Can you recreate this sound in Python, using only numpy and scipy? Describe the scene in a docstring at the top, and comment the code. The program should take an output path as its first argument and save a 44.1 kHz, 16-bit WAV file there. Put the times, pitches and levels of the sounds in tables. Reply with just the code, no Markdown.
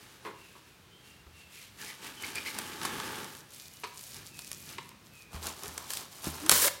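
"""Cling film over a bowl

In a small kitchen, film peels with stick-slip squeaks from a roll that scrapes and knocks in its box.
The sheet crinkles and snaps as its creases buckle, and a hand presses it onto a steel bowl, which
resonates under the friction. The stretched film rasps, then tears in a fast run of tiny ruptures.
The worktop thuds and rumbles, and a bird whistles faintly outside."""
import sys
import numpy as np
from scipy import signal
from scipy.fft import rfft, irfft
from scipy.io import wavfile
from scipy.ndimage import uniform_filter1d

SR = 44100
rng = np.random.default_rng(int(sys.argv[2]) if len(sys.argv) > 2 else 0)


def bounce(signal):
    """Save signal as a 16-bit WAV file at the path given by the first command-line argument."""
    frames = np.transpose(np.atleast_2d(signal))
    limited = np.clip(frames, -1, 1)
    pcm = np.round(limited * 32767).astype(np.int16)
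    wavfile.write(sys.argv[1], SR, pcm)


N = 299880


# tugs on the film: t/s at full strength, hold/s, relative peeling level/dB, relative scraping level/dB
TUGS = [(0, .15, -59.5, -59), (.255, .02, -58, -54.5), (.39, .18, -62, -72), (.68, 0.028, -66, -78),
        (1.06, 0.056, -61.5, -69), (1.38, .025, -60, -80), (1.54, 0.1, -55, -71), (1.815, 0.092, -49, -52),
        (2.045, 0.033, -47, -45), (2.16, 0.044, -56.5, -59), (2.235, 0.058, -46.5, -45.5),
        (2.36, 0.024, -45.5, -44), (2.465, .03, -44, -47), (2.55, 0.21, -47, -44), (2.83, .36, -45, -39),
        (4.16, 0.043, -55.5, -55.5), (4.7, 0.036, -52, -54)]
def pulling():
    """Inertia: the roll coasts after each tug. Returns the envelopes of peeling and of scraping."""
    return [strokes(TUGS, attack=0.033, release=0.046, column=k, coast=0.18, sag_db_per_s=8)
            for k in range(2)]


# spectrum of the peeling: f/Hz, gain/dB
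PEEL_SPECTRUM = [(150, 1), (600, -3.5), (1200, -1.5), (2300, 7), (3500, 2.5), (4800, 0), (7000, -3),
                 (10000, -4), (16000, -9)]
def peel(strength, gain_db=2.0, cling_db=1.0, cling_hz=40):
    """Adhesive failure: thousands of tiny bonds let go unevenly as the film leaves the roll."""
    ticks = facets(clicks(3500, spread_db=0.5), width_hz=4600)
    bonds = evened(ticks, window=0.074)
    cling = from_db(cling_db * wander(N, cling_hz))
    return from_db(gain_db) * strength * cling * rms_one(coloured(bonds, PEEL_SPECTRUM))


# movements of the loose sheet: t/s at full strength, hold/s, level/dB
CRUMPLING = [(1.53, .11, -61), (1.82, 0.069, -49.5), (3.1, 0.3, -53), (3.535, 0.13, -51), (3.71, .2, -55.5),
             (3.975, 0.2, -49), (4.27, 0.016, -50.5), (4.365, 0.32, -51.5), (4.6, 0.034, -65),
             (4.695, 0.031, -51), (4.82, 0.073, -60), (5.06, .02, -62), (5.16, 0.067, -57.5)]
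# spectrum of the crinkling: f/Hz, gain/dB
CRINKLE_SPECTRUM = [(150, -44), (500, -1), (1200, -8), (2500, 0.5), (4500, 2), (7000, 0.5), (10000, -1),
                    (13000, -2.5), (16000, -6.5)]
def crinkle(pressed, slide_db=1.0, loose_per_s=420, pressed_per_s=1300):
    """Buckling: creases tick at random, faster under the hand, over the hiss of film sliding on film."""
    loose = strokes(CRUMPLING, attack=0.036, release=0.022)
    per_s = np.where(pressed > loose, pressed_per_s, loose_per_s)
    ticks = facets(clicks(per_s, spread_db=4.0), width_hz=2800)
    creases = evened(highpass(ticks, 4000), window=0.1)
    sheet = creases + from_db(slide_db) * rng.standard_normal(N)
    return np.hypot(loose, pressed) * rms_one(coloured(sheet, CRINKLE_SPECTRUM))


# single snaps of the film: t/s, peak level of the crack/dB, decay/s
FILM_SNAPS = [(1.626, -39, 0.0013), (1.846, -31, .0012), (2.223, -27, 0.0013), (2.265, -32, .0025),
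              (2.355, -25, .0016), (2.586, -20.5, 0.0028), (2.817, -38, .0024), (2.83, -31, 0.0052),
              (2.85, -24, 0.0089), (3, -28, .002), (3.244, -31, .002), (3.35, -36, 0.0022),
              (3.992, -33, .0006), (4.0105, -31, 0.00026), (4.1657, -32, 0.00084), (4.3905, -25.5, 0.0016),
              (4.4203, -31, .0003), (4.446, -29.5, .0003), (4.4767, -31, 0.00022), (4.515, -21.5, 0.0011),
              (4.5298, -25, .0004), (4.891, -34, .0006), (5.4577, -27, .0003), (5.4685, -21, 0.0013),
              (5.634, -23, 0.0012), (5.6575, -30, 0.0023), (5.68, -23.5, 0.0003), (5.7778, -19.5, 0.0021),
              (5.904, -19.5, 0.0013), (5.9345, -20.5, 0.0015), (5.971, -20.5, 0.00072),
              (6.2417, -29, 0.0023), (6.462, -22.5, 0.0034), (6.494, 1, 0.0016), (6.5141, -3.5, 0.0021),
              (6.5218, -9, 0.0026), (6.6783, -15.5, 0.0049)]
# spectrum of a crack: f/Hz, gain/dB
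CRACK_SPECTRUM = [(200, -2), (900, -4), (2500, 3), (5000, 8), (7500, 8.5), (11000, 8), (16000, -7)]
def snaps(flap_db=-14.0):
    """Snap-through: a big crease cracks; the longer the crack, the more of the sheet flaps after it."""
    out = np.zeros(N)
    typical_decay = np.median(np.array(FILM_SNAPS)[:, 2])
    for start, db, decay in FILM_SNAPS:
        crack = peak_one(coloured(burst(decay), CRACK_SPECTRUM))
        flap = peak_one(bandpass(burst(0.0049), 600, 2200))
        snap = crack + from_db(flap_db) * decay / typical_decay * flap
        add(out, start + 0.0007, from_db(db) * snap)
    return out


# envelope of the tear crossing the sheet: t/s, level/dB
TEAR_ENVELOPE = [(6.497, -37), (6.512, -21.5), (6.517, -22.5), (6.535, -25), (6.56, -23.5), (6.605, -27.5),
                 (6.63, -22.5), (6.678, -25), (6.686, -56)]
# spectrum of the tear: f/Hz, gain/dB
TEAR_SPECTRUM = [(59, -43), (100, -16), (135, 7), (373, 10.5), (583, 7), (752, -6), (1030, 6), (1280, -3),
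                 (1450, 3), (2420, -6.5), (2750, -5.5), (9210, -1.5), (16000, -3.5)]
def tear():
    """Crack propagation: the rip is a very fast run of tiny ruptures."""
    ticks = facets(clicks(9000, spread_db=-2.0), width_hz=2900)
    ruptures = evened(ticks, window=0.033)
    return envelope(TEAR_ENVELOPE) * rms_one(coloured(ruptures, TEAR_SPECTRUM))


# runs of slips on the roll: t/s, duration/s, typical peak level/dB, f/Hz
SLIP_RUNS = [(2.236, .014, -30, 2203), (2.357, .03, -31, 2445), (2.46, .028, -31.5, 2280)]
def squeaks(gap_s=0.008, rise_s=0.002, pitch_scatter=0.045, scatter_db=3.0, octave_db=-9.0):
    """Stick-slip: each slip sets the taut strip of film ringing for a few milliseconds."""
    out, t = np.zeros(N), seconds(0.019)
    pulse = t / rise_s * np.exp(1 - t / rise_s)
    for start, length, db, hz in SLIP_RUNS:
        for slip in np.arange(start, start + length, gap_s):
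            detune, force = rng.standard_normal(2)
            roughness = 0.57 * wander(len(t), 330)
            phase = 2 * np.pi * hz * (1 + pitch_scatter * detune) * t + roughness
            tone = np.sin(phase) + from_db(octave_db) * np.sin(2 * phase)
            add(out, slip, from_db(db + scatter_db * force) * pulse * tone)
    return out


# resonances of the cardboard box: f/Hz, bandwidth/Hz, gain/dB
BOX_RESONANCES = [(213, 89, -1.5), (384, 132, 0.5), (871, 55, 3), (1155, 200, -1.5), (1685, 270, -1),
                  (2200, 370, -14), (2780, 650, -13), (3660, 590, -17)]
def roll(strength):
    """Frictional excitation: the cardboard core judders round and drives the resonances of the box."""
    friction = evened(clicks(2500, spread_db=3.5), window=0.029)
    return strength * rms_one(resonate(friction, BOX_RESONANCES))


# knocks of the roll: t/s, peak level/dB, lower f/Hz, upper f/Hz, rattle decay/s
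ROLL_KNOCKS = [(.25, -31.5, 250, 2560, 0.025), (.262, -32.5, 250, 1650, 0.025),
               (0.31, -39.5, 250, 1200, 0.008), (0.552, -45, 200, 1800, 0.028),
               (1.265, -50, 300, 1420, 0.0043), (2.815, -27, 900, 6000, 0.0044),
               (2.848, -34, 500, 2500, 0.016), (3.0003, -27.5, 900, 5000, 0.0024),
               (3.835, -26.5, 327, 3470, 0.016), (3.8393, -26, 790, 6050, 0.008),
               (4.783, -27.5, 560, 4500, 0.0048), (4.914, -46, 900, 2950, 0.0037)]
# resonances of the struck box wall: f/Hz, bandwidth/Hz, gain/dB
WALL_RESONANCES = [(378, 99, 4), (900, 96, 3.5), (1030, 240, 3.5), (1375, 280, -0.5), (1650, 410, -4.5),
                   (2110, 170, -2.5), (2500, 400, -6), (4080, 760, -4), (5670, 19000, -12)]
def knocks(rattle_db=-16.5):
    """Impact excitation: the roll strikes the box wall once and rattles to rest."""
    out = np.zeros(N)
    for start, db, low_hz, high_hz, decay in ROLL_KNOCKS:
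        contact = from_db(rattle_db) * burst(decay)
        contact[0] += 1   # the hard first contact
        hit = resonate(bandpass(contact, low_hz, high_hz), WALL_RESONANCES)
        add(out, start, from_db(db) * peak_one(hit))
    return out


# presses on the bowl: t/s at full strength, hold/s, crinkling level/dB, rubbing level/dB
HAND_PRESSES = [(5.338, 0.024, -51.5, -47), (5.43, 0.028, -44.5, -47), (5.465, 0.0088, -41.5, -40),
                (5.57, .31, -51.5, -52.5), (5.63, 0.035, -49.5, -48.5), (5.905, 0.066, -40.5, -53.5),
                (6.0, 0.02, -49, -48), (6.12, 0.18, -51.5, -57.5), (6.248, 0.031, -39.5, -43),
                (6.34, .145, -47.5, -47)]
def pressing():
    """Contact force: the hand smooths the film. Returns the envelopes of crinkling and of rubbing."""
    return [strokes(HAND_PRESSES, attack=0.015, release=0.043, column=k) for k in range(2)]


# resonances of the covered bowl: f/Hz, bandwidth/Hz, gain/dB
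BOWL_RESONANCES = [(196, 180, -1), (430, 117, 2.5), (597, 200, -1), (880, 140, 3), (1037, 103, 5.5),
                   (1300, 410, 0), (1730, 310, -0.5), (2680, 2000, -7)]
def rub(strength):
    """Forced vibration: palm and film catch on the rim and drive the covered bowl."""
    friction = evened(clicks(1500, spread_db=3.0), window=0.09)
    return strength * rms_one(resonate(friction, BOWL_RESONANCES))


# rasps of the film: t/s, duration/s, initial f/Hz, final f/Hz, peak level/dB
FILM_RASPS = [(1.52, 0.13, 2600, 2200, -54), (1.78, 0.078, 1750, 1524, -47.5),
              (1.86, 0.079, 2200, 1996, -47), (5.62, 0.058, 415, 384, -47.5),
              (5.72, 0.178, 1080, 980, -51.5), (6.41, 0.084, 255, 351, -36.5), (6.64, 0.039, 561, 570, -32)]
def rasps():
    """Friction-induced oscillation: taut film dragged over an edge gives a rough, gliding tone."""
    return glides(FILM_RASPS, waver=0.102)


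# blows on the worktop: t/s, peak level/dB, contact time/s
WORKTOP_BLOWS = [(1.21, -52, 0.0098), (1.265, -41, 0.0086), (5.344, -28.5, 0.0081), (5.68, -38.5, 0.0045),
                 (6.27, -22.5, 0.00046), (6.518, -26.5, 0.0015)]
# modes of the worktop: f/Hz, relative level/dB, T60/s
WORKTOP_MODES = [(80.4, -6, 0.64), (153.3, -8, 0.42), (192, 3.5, 0.1), (255, -3, 0.18), (314, 2.5, 0.077)]
def bumps():
    """Modal decay: the worktop rings after a blow; a longer contact favours the lowest mode."""
    out, t = np.zeros(N), seconds(0.6)
    ring = sum(from_db(db - 60 * t / t60) * np.sin(2 * np.pi * hz * t) for hz, db, t60 in WORKTOP_MODES)
    for start, db, contact in WORKTOP_BLOWS:
        thud = lowpass(ring, 0.5 / contact)
        add(out, start, from_db(db) * peak_one(thud))
    return out


# arms leaning on the worktop: t/s at full strength, hold/s, level/dB
LEANING = [(4.15, 0.61, -59.5)]
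def rumble(scraping, rubbing, roll_db=-11.5, hand_db=-12):
    """Structure-borne sound: the worktop carries dull noise from the roll, the hand and the arms."""
    arms = strokes(LEANING, attack=0.079, release=0.5)
    strength = from_db(roll_db) * scraping + from_db(hand_db) * rubbing + arms
    return strength * rms_one(bandpass(rng.standard_normal(N), 80, 190))


# whistles, mostly falling: t/s, duration/s, initial f/Hz, final f/Hz, relative level/dB
WHISTLES = [(.32, 0.22, 2866, 2490, -64), (.67, .1, 2550, 2470, -71), (.9, .1, 3010, 3250, -62),
            (1.0, 0.18, 2750, 2790, -65.5), (1.31, 0.18, 2830, 2600, -62), (2.16, 0.084, 3085, 2950, -51),
            (3.57, 0.13, 2560, 2300, -64.5), (3.71, 0.085, 2940, 2900, -65), (4.29, 0.15, 2740, 2380, -59),
            (4.44, 0.207, 2470, 2425, -67), (4.88, 0.11, 2540, 2420, -70), (5.1, 0.18, 2647, 2330, -60)]
def bird(gain_db=3.5):
    """Multipath propagation: far-off whistles are smeared by reflections from the walls outside."""
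    song = glides(WHISTLES, waver=0.018)
    return from_db(gain_db) * (song + 0.7 * echoes(song, t60=0.8))


# spectrum of the kitchen's background: f/Hz, gain/dB
ROOM_TONE = [(20, -58), (45, -1), (76, 0), (149, 0), (263, -8), (354, -7), (659, -13.5), (1230, -11.5),
             (3500, -15), (7000, -22), (16000, -27.5)]
def room_tone(level_db=-58):
    """Ambient noise: a steady floor, strongest in the bass."""
    return from_db(level_db) * rms_one(coloured(rng.standard_normal(N), ROOM_TONE))


def reflected(x, delay_s=0.001316, echo_db=-22.5):
    """Comb filtering: the worktop returns a slightly delayed copy that interferes with the sound."""
    out = x.copy()
    add(out, delay_s, from_db(echo_db) * x)
    return out / np.sqrt(1 + from_db(echo_db) ** 2)


def echoes(x, t60, crossover_hz=4500, treble_share=0.57, first_echo_s=0.0096):
    """Reverberation: diffuse reflections decay exponentially, the treble sooner."""
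    t = seconds(t60)
    noise = rng.standard_normal(len(t))
    low = lowpass(noise, crossover_hz) * from_db(-60 * t / t60)
    high = highpass(noise, crossover_hz) * from_db(-60 * t / (t60 * treble_share))
    tail = (low - from_db(-2.5) * high) * (t > first_echo_s)
    return signal.fftconvolve(x, tail / np.sqrt(np.sum(tail ** 2)))[:N]


def facets(train, width_hz, count=14):
    """Damped resonance: each click flips one facet of film, which rings briefly at its own pitch."""
    struck = rng.integers(0, count, N)
    pitches = np.linspace(1200, 15500, count)
    return sum(resonate(train * (struck == k), [(hz, width_hz, 0)]) for k, hz in enumerate(pitches))


def glides(rows, waver, waver_hz=200):
    """Frequency modulation: swelling tones slide unsteadily from one pitch to another."""
    out = np.zeros(N)
    for start, length, start_hz, end_hz, db in rows:
        progress = seconds(length) / length
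        hz = start_hz + (end_hz - start_hz) * progress
        hz *= 1 + waver * wander(len(hz), waver_hz)
        tone = np.sin(2 * np.pi * np.cumsum(hz) / SR)
        add(out, start, from_db(db) * np.sin(np.pi * progress) * tone)
    return out


def strokes(rows, attack, release, column=0, coast=0, sag_db_per_s=0):
    """Incoherent addition: movements that swell, hold and fade sum in power to one envelope."""
    t, power = np.arange(N) / SR, 0
    for start, hold, *levels_db in rows:
        swell = np.exp(-np.clip((start - t) / attack, 0, 20))
        held = from_db(levels_db[column] - sag_db_per_s * np.clip(t - start, 0, hold))
        fade = np.exp(-np.clip((t - start - hold) / (release + coast * hold), 0, 20))
        power = power + (swell * held * fade) ** 2
    return np.sqrt(power)


def envelope(rows):
    """Gain interpolated from rows of t/s, level/dB, fading quickly beyond the ends."""
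    times, db = np.transpose(rows)
    t = np.arange(N) / SR
    outside = np.abs(t - np.clip(t, times.min(), times.max()))
    return from_db(np.interp(t, times, db)) * np.exp(-outside / 0.0093)


def clicks(per_s, spread_db):
    """Poisson process: impulses of random time, size and sign."""
    sizes = from_db(spread_db * np.minimum(rng.exponential(1, N), 4))
    signs = rng.choice([-1, 1], N)
    return sizes * signs * (rng.random(N) < per_s / SR)


def burst(decay):
    """Exponentially decaying noise."""
    t = seconds(0.2)
    return rng.standard_normal(len(t)) * np.exp(-t / decay)


def wander(samples, hz):
    """Low-passed random fluctuation of unit power."""
    return rms_one(lowpass(rng.standard_normal(samples), hz))


def evened(x, window):
    """Compression: power is held near one over each window, and the grain is kept."""
    power = uniform_filter1d(x ** 2, max(int(window * SR), 2))
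    return x / np.sqrt(np.abs(power) + 0.03 * np.mean(x ** 2))


def resonate(x, resonances):
    """Modal superposition: parallel two-pole resonators, alternating in sign."""
    out = 0
    for k, (hz, width, db) in enumerate(resonances):
        radius = np.exp(-np.pi * width / SR)
        poles = [1, -2 * radius * np.cos(2 * np.pi * hz / SR), radius ** 2]
        gain = (-1) ** k * from_db(db) * (1 - radius ** 2) / 2
        out = out + gain * signal.lfilter([1, 0, -1], poles, x + 1e-18)
    return out


def coloured(x, spectrum, size=4096):
    """Minimum-phase filter with the given spectrum."""
    hz, db = np.transpose(spectrum)
    bins = np.maximum(np.arange(size // 2 + 1) * SR / size, 1)
    gain = from_db(np.interp(np.log(bins), np.log(hz), db))
    cepstrum = irfft(np.log(gain))
    cepstrum[1:size // 2] *= 2   # folding the cepstrum makes the response causal
    cepstrum[size // 2 + 1:] = 0
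    response = irfft(np.exp(rfft(cepstrum)))
    return signal.fftconvolve(x, response)[:len(x)]


def lowpass(x, hz):
    """Second-order low-pass."""
    return signal.sosfilt(signal.butter(2, hz, fs=SR, output="sos"), x + 1e-18)


def highpass(x, hz):
    """Second-order high-pass."""
    return signal.sosfilt(signal.butter(2, hz, "high", fs=SR, output="sos"), x + 1e-18)


def bandpass(x, low_hz, high_hz):
    """Low-pass and high-pass in cascade."""
    return highpass(lowpass(x, high_hz), low_hz)


def from_db(db):
    """Decibels to gain."""
    return 10 ** (np.asarray(db) / 20)


def rms_one(x):
    """Scale to unit power."""
    return x / np.sqrt(np.mean(x ** 2) + 1e-20)


def peak_one(x):
    """Scale to unit peak."""
    return x / np.abs(x).max()


def seconds(length):
    """A time axis of the given length."""
    return np.arange(int(length * SR)) / SR


def add(out, start, sound):
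    """Superpose a sound from a start time in seconds."""
    at = max(int(start * SR), 0)
    out[at:at + len(sound)] += sound[:max(N - at, 0)]


def scene():
    """Direct-to-reverberant ratio: film and bowl sound close by, the box a little further off."""
    peeling, scraping = pulling()
    pressed, rubbing = pressing()
    film = reflected(peel(peeling) + crinkle(pressed) + tear()) + snaps()
    near = film + rub(rubbing) + rasps()
    box, slips, hits = roll(scraping), squeaks(), knocks()
    direct = near + from_db(-2.0) * box + slips + hits
    to_walls = from_db(-13.5) * near + from_db(-9.5) * box + from_db(-10.0) * slips + from_db(-8.5) * hits
    kitchen = echoes(to_walls, t60=0.54) + room_tone()
    return (direct + kitchen + bird() + bumps() + rumble(scraping, rubbing))[None]


def record(dry, cutoff_hz=16000):
    """Band limiting: the microphone loses the deep bass, and the top is cut steeply."""
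    thin = highpass(highpass(dry, 50), 46)
    return signal.sosfilt(signal.ellip(12, 0.2, 80, cutoff_hz, fs=SR, output="sos"), thin)


dry = scene()
out = record(dry)
bounce(out)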